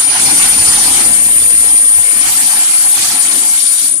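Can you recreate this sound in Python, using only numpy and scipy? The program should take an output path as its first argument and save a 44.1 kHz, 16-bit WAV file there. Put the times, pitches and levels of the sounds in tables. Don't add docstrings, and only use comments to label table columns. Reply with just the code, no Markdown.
import sys
import numpy as np
from scipy import signal
from scipy.fft import rfft, irfft
from scipy.io import wavfile
from scipy.ndimage import map_coordinates

SR = 44100
rng = np.random.default_rng(int(sys.argv[2]) if len(sys.argv) > 2 else 0)


def master(y):
    cut = np.clip(np.atleast_2d(y).T, -1, 1)
    pcm = np.round(cut * 32767)
    wavfile.write(sys.argv[1], SR, pcm.astype(np.int16))


N = 176400

HISS_ENVELOPE = [(0.0, -18, -15), (0.06, -23, -25), (0.25, -16.5, -15.5), (0.5, -15.5, -16.0),
                 (0.56, -18, -18.5), (0.9, -15.5, -16.0), (1.2, -21, -18.0), (1.5, -20.5, -20),
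                 (1.9, -24, -22), (2.2, -21.5, -21), (2.28, -14.5, -17.5), (2.52, -18.5, -20.5),
                 (2.63, -19, -19.5), (2.8, -17.5, -21.5), (2.92, -17.5, -19.0), (2.98, -15, -16),
                 (3.13, -13.5, -17), (3.2, -18, -19.5), (3.87, -17, -20.0), (4.0, -25.5, -35.0)]


def whine():
    # (time [s], frequency [Hz])
    glide = [(0, 9620), (.07, 9578), (.17, 9615), (.2, 9685), (.24, 9535), (.28, 9565), (.5, 9526),
             (1.2, 9509), (2.1, 9503), (2.6, 9495), (3.86, 9490), (3.91, 9420), (3.95, 9460), (4, 9465)]
    # (time [s], level [dB])
    left_envelope = [(0.0, -12), (0.06, -2.5), (0.12, -13.5), (0.28, -6), (0.54, -6), (0.68, -6.5),
                     (0.9, -7.5), (1.1, -4.5), (1.6, -4), (2.06, -3), (2.25, -6), (2.285, -17),
                     (2.33, -9.5), (2.42, -9.5), (2.46, -5), (2.6, -7), (2.675, -8.5), (2.7, -18),
                     (2.745, -5), (2.945, -4.5), (2.98, -16), (3.09, -16), (3.125, -14), (3.18, -6),
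                     (3.55, -7.5), (3.86, -7), (3.94, -10), (4.0, -15)]
    right_envelope = [(0.0, -7), (0.05, -18), (0.1, -7.5), (0.26, -19), (0.64, -9), (1.06, -18),
                      (1.13, -31), (1.22, -11), (1.94, -7), (2.16, -23), (2.42, -11.5), (2.5, -28),
                      (2.53, -14), (2.68, -8), (2.95, -13.5), (3.0, -22), (3.2, -34), (3.54, -12.5),
                      (3.62, -27), (3.8, -35), (3.85, -17), (4.0, -32)]
    # (time [s], delay [microseconds])
    right_lag = [(0, 8), (.3, 21), (.62, -1), (1.05, 38), (1.22, 75.5), (1.9, 75.5), (2.25, 50), (2.55, 78),
                 (2.655, 54.5), (2.8, 48), (2.9, 44), (3.25, 76), (3.52, 53), (3.72, 104), (4, 56)]
    jitter_hz, flutter_db, halo_width_hz = 4.7, 1.52, 27
    hiss_db = in_time(HISS_ENVELOPE).mean(axis=0)
    turbulence = from_db(.17 * (hiss_db - hiss_db.mean()))
    pitch = in_time(glide)[0] + jitter_hz * turbulence * drift(53.4)
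    phase = 2 * np.pi * np.cumsum(pitch) / SR
    lag_s = in_time(right_lag)[0] * 1e-6
    out = []
    for envelope, delay_s in ((left_envelope, 0), (right_envelope, lag_s)):
        direct = from_db(in_time(envelope)[0] - 1 + flutter_db * turbulence * drift(34))
        halo = from_db(-23.5) * turbulence * rms_one(drift(halo_width_hz) + 1j * drift(halo_width_hz))
        carrier = np.exp(1j * (phase - 2 * np.pi * pitch * delay_s))
        out.append(np.sqrt(2) * np.real((direct + halo) * carrier))
    return np.array(out)


def split_whine():
    # (start [s], duration [s], frequency [Hz], left level [dB], right level [dB])
    tones = [(0.09, 0.17, 9720, -17.5, -28), (2.68, 0.045, 9300, -15, -28), (3.854, 0.13, 9374, -11, -23)]
    jitter_hz = 15.2
    t, out = np.arange(N) / SR, np.zeros((2, N))
    for start, duration, hz, left_db, right_db in tones:
        swell = np.sin(np.pi * np.clip((t - start) / duration, 0, 1))
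        pitch = hz + jitter_hz * drift(53.4)
        tone = np.sin(2 * np.pi * np.cumsum(pitch) / SR)
        out += from_db([[left_db], [right_db]]) * swell * np.sqrt(2) * tone
    return out


def nozzle_hiss():
    # (frequency [Hz], level [dB])
    spectrum = [(5000, -39), (6000, -12.5), (6700, -4.5), (7400, -1.5), (8300, 1.5), (9350, 2),
                (10000, -3.5), (11000, -10), (14000, -19)]
    air = air_noise(spectrum, surge_db=1.05, surge_rate=30, flicker_db=1.6, flicker_rate=21)
    return from_db(3 + in_time(HISS_ENVELOPE)) * reflect(air)


def whine_skirt():
    # (frequency [Hz], level [dB])
    spectrum = [(7800, -25.5), (8700, -6), (9200, -4.5), (9420, 2.5), (9600, -18), (9800, 5), (10500, -20)]
    air = air_noise(spectrum, surge_db=1.0, surge_rate=19, flicker_db=1.1, flicker_rate=20)
    return from_db(in_time(HISS_ENVELOPE) - 3) * air


def bright_rush():
    # (frequency [Hz], level [dB])
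    spectrum = [(2300, -35), (2900, -11.5), (3200, -2), (3900, 0), (4500, 1.5), (5400, 1), (6100, 2.5),
                (6700, -1.5), (8000, -24)]
    # (time [s], left level [dB], right level [dB])
    envelope = [(0.0, -19.5, -22), (0.06, -24, -24.5), (0.16, -18.5, -17.5), (0.3, -18.5, -18),
                (0.65, -22.5, -20), (0.73, -20.5, -17), (0.97, -20, -19), (1.1, -32, -22),
                (1.22, -49, -23.5), (1.6, -48, -24.5), (1.7, -47, -22.5), (1.9, -52, -26),
                (2.17, -51, -24.5), (2.28, -22, -20.5), (2.4, -24.5, -20.5), (2.94, -25.5, -22.5),
                (2.98, -18, -17.5), (3.13, -22.5, -17), (3.2, -28, -22.5), (3.6, -23, -21.5),
                (3.87, -26, -22.5), (4.0, -38, -42)]
    air = air_noise(spectrum, surge_db=0.38, surge_rate=71, flicker_db=2.07, flicker_rate=23)
    return from_db(0.5 + in_time(envelope)) * reflect(air, echo_db=5.5)


def cloth_sizzle():
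    # (frequency [Hz], level [dB])
    spectrum = [(9000, -27.5), (10400, 4), (11200, 0.5), (12300, -1.5), (14000, -6)]
    # (time [s], left level [dB], right level [dB])
    envelope = [(0, -27, -29), (.17, -32, -31), (.24, -23, -24), (.6, -21, -23), (.85, -21, -22),
                (1.1, -20.5, -21.5), (1.55, -23, -23), (1.9, -23, -25.5), (2.2, -24, -26), (2.29, -21, -20),
                (2.9, -21, -23.5), (3.0, -21, -21), (3.2, -22.5, -23.5), (3.87, -23, -22.5), (4, -44, -50)]
    air = air_noise(spectrum, surge_db=1.9, surge_rate=40, flicker_db=2.5, flicker_rate=18)
    return from_db(1.5 + in_time(envelope)) * reflect(air, echo_db=6.5)


def nozzle_roar():
    # (frequency [Hz], level [dB])
    spectrum = [(500, -38), (900, -12.5), (1200, -0.5), (1600, -0.5), (1850, 2), (2300, -1), (2750, 0),
                (3100, 1.5), (3600, -11), (5000, -50)]
    # (time [s], left level [dB], right level [dB])
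    envelope = [(0.0, -24.5, -23), (0.04, -27.5, -29.0), (0.17, -20.5, -21.5), (0.25, -26, -25),
                (0.45, -23.0, -23), (0.66, -27.5, -25.5), (0.72, -22.5, -23), (1.0, -25, -24),
                (1.2, -33.5, -27.5), (1.6, -32.5, -29.5), (1.9, -40.5, -29.5), (2.2, -33.5, -26.0),
                (2.28, -24.5, -23.5), (2.45, -30, -25.5), (2.54, -26, -25), (2.93, -32, -30.5),
                (2.99, -23, -23), (3.25, -29, -27.5), (3.52, -32, -30), (3.66, -32.5, -31.5),
                (3.86, -35, -33.5), (4.0, -46, -46)]
    air = air_noise(spectrum, surge_db=0.3, surge_rate=41, flicker_db=2.12, flicker_rate=17)
    return from_db(1 + in_time(envelope)) * reflect(air)


def pipe_note():
    # (frequency [Hz], level [dB])
    spectrum = [(300, -30), (520, -15.5), (640, -15), (735, 2), (850, 0), (960, -0.5), (1100, -4.5),
                (1300, -16), (2200, -35)]
    # (time [s], left level [dB], right level [dB])
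    envelope = [(0.0, -31, -37), (0.04, -34, -36), (0.14, -29.5, -30.5), (0.45, -29, -28), (0.66, -35, -32),
                (0.9, -27, -29), (1.1, -39.5, -31.5), (1.22, -44, -38), (1.55, -41, -44),
                (1.72, -37, -30.5), (1.86, -45, -43), (2.04, -46, -34), (2.18, -40, -36.5),
                (2.28, -32.5, -30), (2.42, -39, -37.5), (2.58, -30, -28), (2.68, -40, -39),
                (2.8, -35.5, -34.5), (2.92, -36, -35.5), (3.08, -33, -31.5), (3.3, -36, -36.5),
                (3.54, -36, -36), (3.67, -50, -46), (3.84, -44, -44), (4.0, -57, -60)]
    air = air_noise(spectrum, surge_db=1.5, surge_rate=40, flicker_db=2.5, flicker_rate=30)
    return from_db(1.5 + in_time(envelope)) * air


def duct_rumble():
    # (frequency [Hz], level [dB])
    spectrum = [(60, -30), (130, -8.5), (190, 0.5), (260, 0), (330, 2), (400, -2), (520, -7.5), (640, -3.5),
                (900, -34), (2000, -60)]
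    # (time [s], level [dB])
    envelope = [(0.0, -41), (0.32, -28.5), (0.7, -32.5), (1.02, -31), (1.2, -33.5), (1.66, -40),
                (1.72, -36), (2.08, -48), (2.16, -39), (2.52, -39), (2.56, -37.5), (2.8, -44.5),
                (3.0, -34.5), (3.22, -41.5), (3.34, -35), (3.78, -49.5), (3.84, -40), (3.9, -49),
                (3.94, -37.5), (4.0, -55)]
    air = air_noise(spectrum, surge_db=2.0, surge_rate=13, flicker_db=0, flicker_rate=19)
    return from_db(2 + in_time(envelope)) * air


def draught():
    # (frequency [Hz], level [dB])
    spectrum = [(15, -30), (30, -16), (62, 1), (110, 2), (160, -2.5), (230, -22), (600, -53)]
    # (time [s], level [dB])
    envelope = [(0.0, -40), (0.06, -51), (0.12, -50), (0.24, -35.5), (0.78, -36.5), (1.74, -42),
                (1.92, -53), (1.98, -34.5), (2.12, -50), (2.24, -38.5), (2.5, -53), (3.06, -43.5),
                (3.18, -49), (3.38, -53), (3.48, -56), (3.54, -48), (3.66, -72), (4.0, -48)]
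    # (frequency [Hz], level difference [dB])
    balance = [(60, 10), (130, 1.5), (280, 7)]
    air = air_noise(spectrum, surge_db=0.5, surge_rate=25, flicker_db=3, flicker_rate=23, balance=balance)
    return from_db(2.5 + in_time(envelope)) * air


def hollow_rush():
    # (frequency [Hz], level [dB])
    spectrum = [(250, -31), (400, -10), (485, 0), (540, -6.5), (640, -7.5), (800, -27), (1500, -50)]
    # (time [s], level [dB])
    envelope = [(0, -57), (1.2, -40), (1.45, -31.5), (1.75, -35), (2.1, -35), (2.3, -46), (4, -72)]
    pan_db = np.array([[0], [-23]])
    air = air_noise(spectrum, surge_db=3.0, surge_rate=8.6, flicker_db=1.5, flicker_rate=11)
    return from_db(in_time(envelope) + pan_db) * air


def air_noise(spectrum, surge_db, surge_rate, flicker_db, flicker_rate, balance=None):
    # (frequency [Hz], bandwidth [Hz], gain [dB])
    resonances = [(262, 66, 5), (836, 48, 2.5), (945, 14, -3), (1940, 230, -1), (2196, 68, 5),
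                  (2396, 100, 5.5), (3210, 99, 1), (3520, 36, 5.5), (4200, 37, 3.5), (4660, 230, 2.5)]
    # (frequency [Hz], correlation [-1..1])
    likeness = [(60, .1), (130, .25), (290, .66), (470, .32), (750, .7), (1200, .5), (1800, .35),
                (2880, .05), (6240, .05), (13500, 0)]
    # (frequency [Hz], delay [microseconds])
    left_lag = [(500, -6), (750, 90), (2000, 135)]
    hz = np.arange(N // 2 + 1) * SR / N
    resonance_db = sum(gain / (1 + (2 * (hz - f) / width) ** 2) for f, width, gain in resonances)
    correlation, sides = at_hz(likeness, hz), np.array([[1], [-1]])
    mid, side = rfft(rng.standard_normal((2, N)))
    white = np.sqrt(1 + correlation) * mid + np.sqrt(1 - correlation) * side * sides
    air = from_db(at_hz(spectrum, hz) + resonance_db) * white
    air[0] *= np.exp(-2j * np.pi * hz * at_hz(left_lag, hz) * 1e-6)
    if balance is not None:
        air *= from_db(.5 * sides * at_hz(balance, hz))
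    band = np.clip(np.floor(2 * np.log2((hz + 1) / 45)), 0, 16)
    out = np.zeros((2, N))
    for k in np.unique(band):
        out += irfft(air * (band == k), N) * from_db(flicker_db * drift(flicker_rate))
    return rms_one(out * from_db(surge_db * drift(surge_rate)))


def reflect(air, echo_db=0):
    # (delay [ms], level [dB])
    echoes = [(1.3, -12), (2.9, -9.5), (5.6, -6)]
    sway_ms, sway_rate = 0.2082, 0.95
    now, out = np.arange(N), air.copy()
    for side in range(len(air)):
        for ms, db in echoes:
            lag = (ms + sway_ms * drift(sway_rate)) * SR / 1000
            echo = map_coordinates(air[side], [now - lag], order=3, mode="grid-wrap")
            out[side] += from_db(db + echo_db) * echo
    return rms_one(out)


def drift(rate):
    hz = np.arange(N // 2 + 1) * SR / N
    return rms_one(irfft(rfft(rng.standard_normal(N)) / (1 + (hz / rate) ** 2), N))


def in_time(rows):
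    times, *columns = np.transpose(rows)
    return np.array([np.interp(np.arange(N) / SR, times, column) for column in columns])


def at_hz(points, hz):
    frequencies, values = np.transpose(points)
    return np.interp(np.log(np.maximum(hz, 1)), np.log(frequencies), values)


def from_db(db):
    return 10 ** (np.asarray(db) / 20)


def rms_one(x):
    return x / np.sqrt(np.mean(np.abs(x) ** 2) + 1e-20)


def scene():
    clump_db, clump_rate = 0.48, 46
    jet = pipe_note() + nozzle_roar() + bright_rush() + nozzle_hiss() + cloth_sizzle()
    jet *= from_db(clump_db * drift(clump_rate))
    background = duct_rumble() + draught() + hollow_rush()
    return background + jet + whine_skirt() + whine() + split_whine()


def record(dry):
    hardness, cutoff_hz = 4.8, 14150
    oversampled = signal.resample_poly(dry, 2, 1, axis=1)
    clipped = oversampled / (1 + np.abs(oversampled) ** hardness) ** (1 / hardness)
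    low_pass = signal.ellip(12, .1, 70, cutoff_hz, fs=SR, output="sos")
    return signal.sosfiltfilt(low_pass, signal.resample_poly(clipped, 1, 2, axis=1))


dry = scene()
out = record(dry)
master(out)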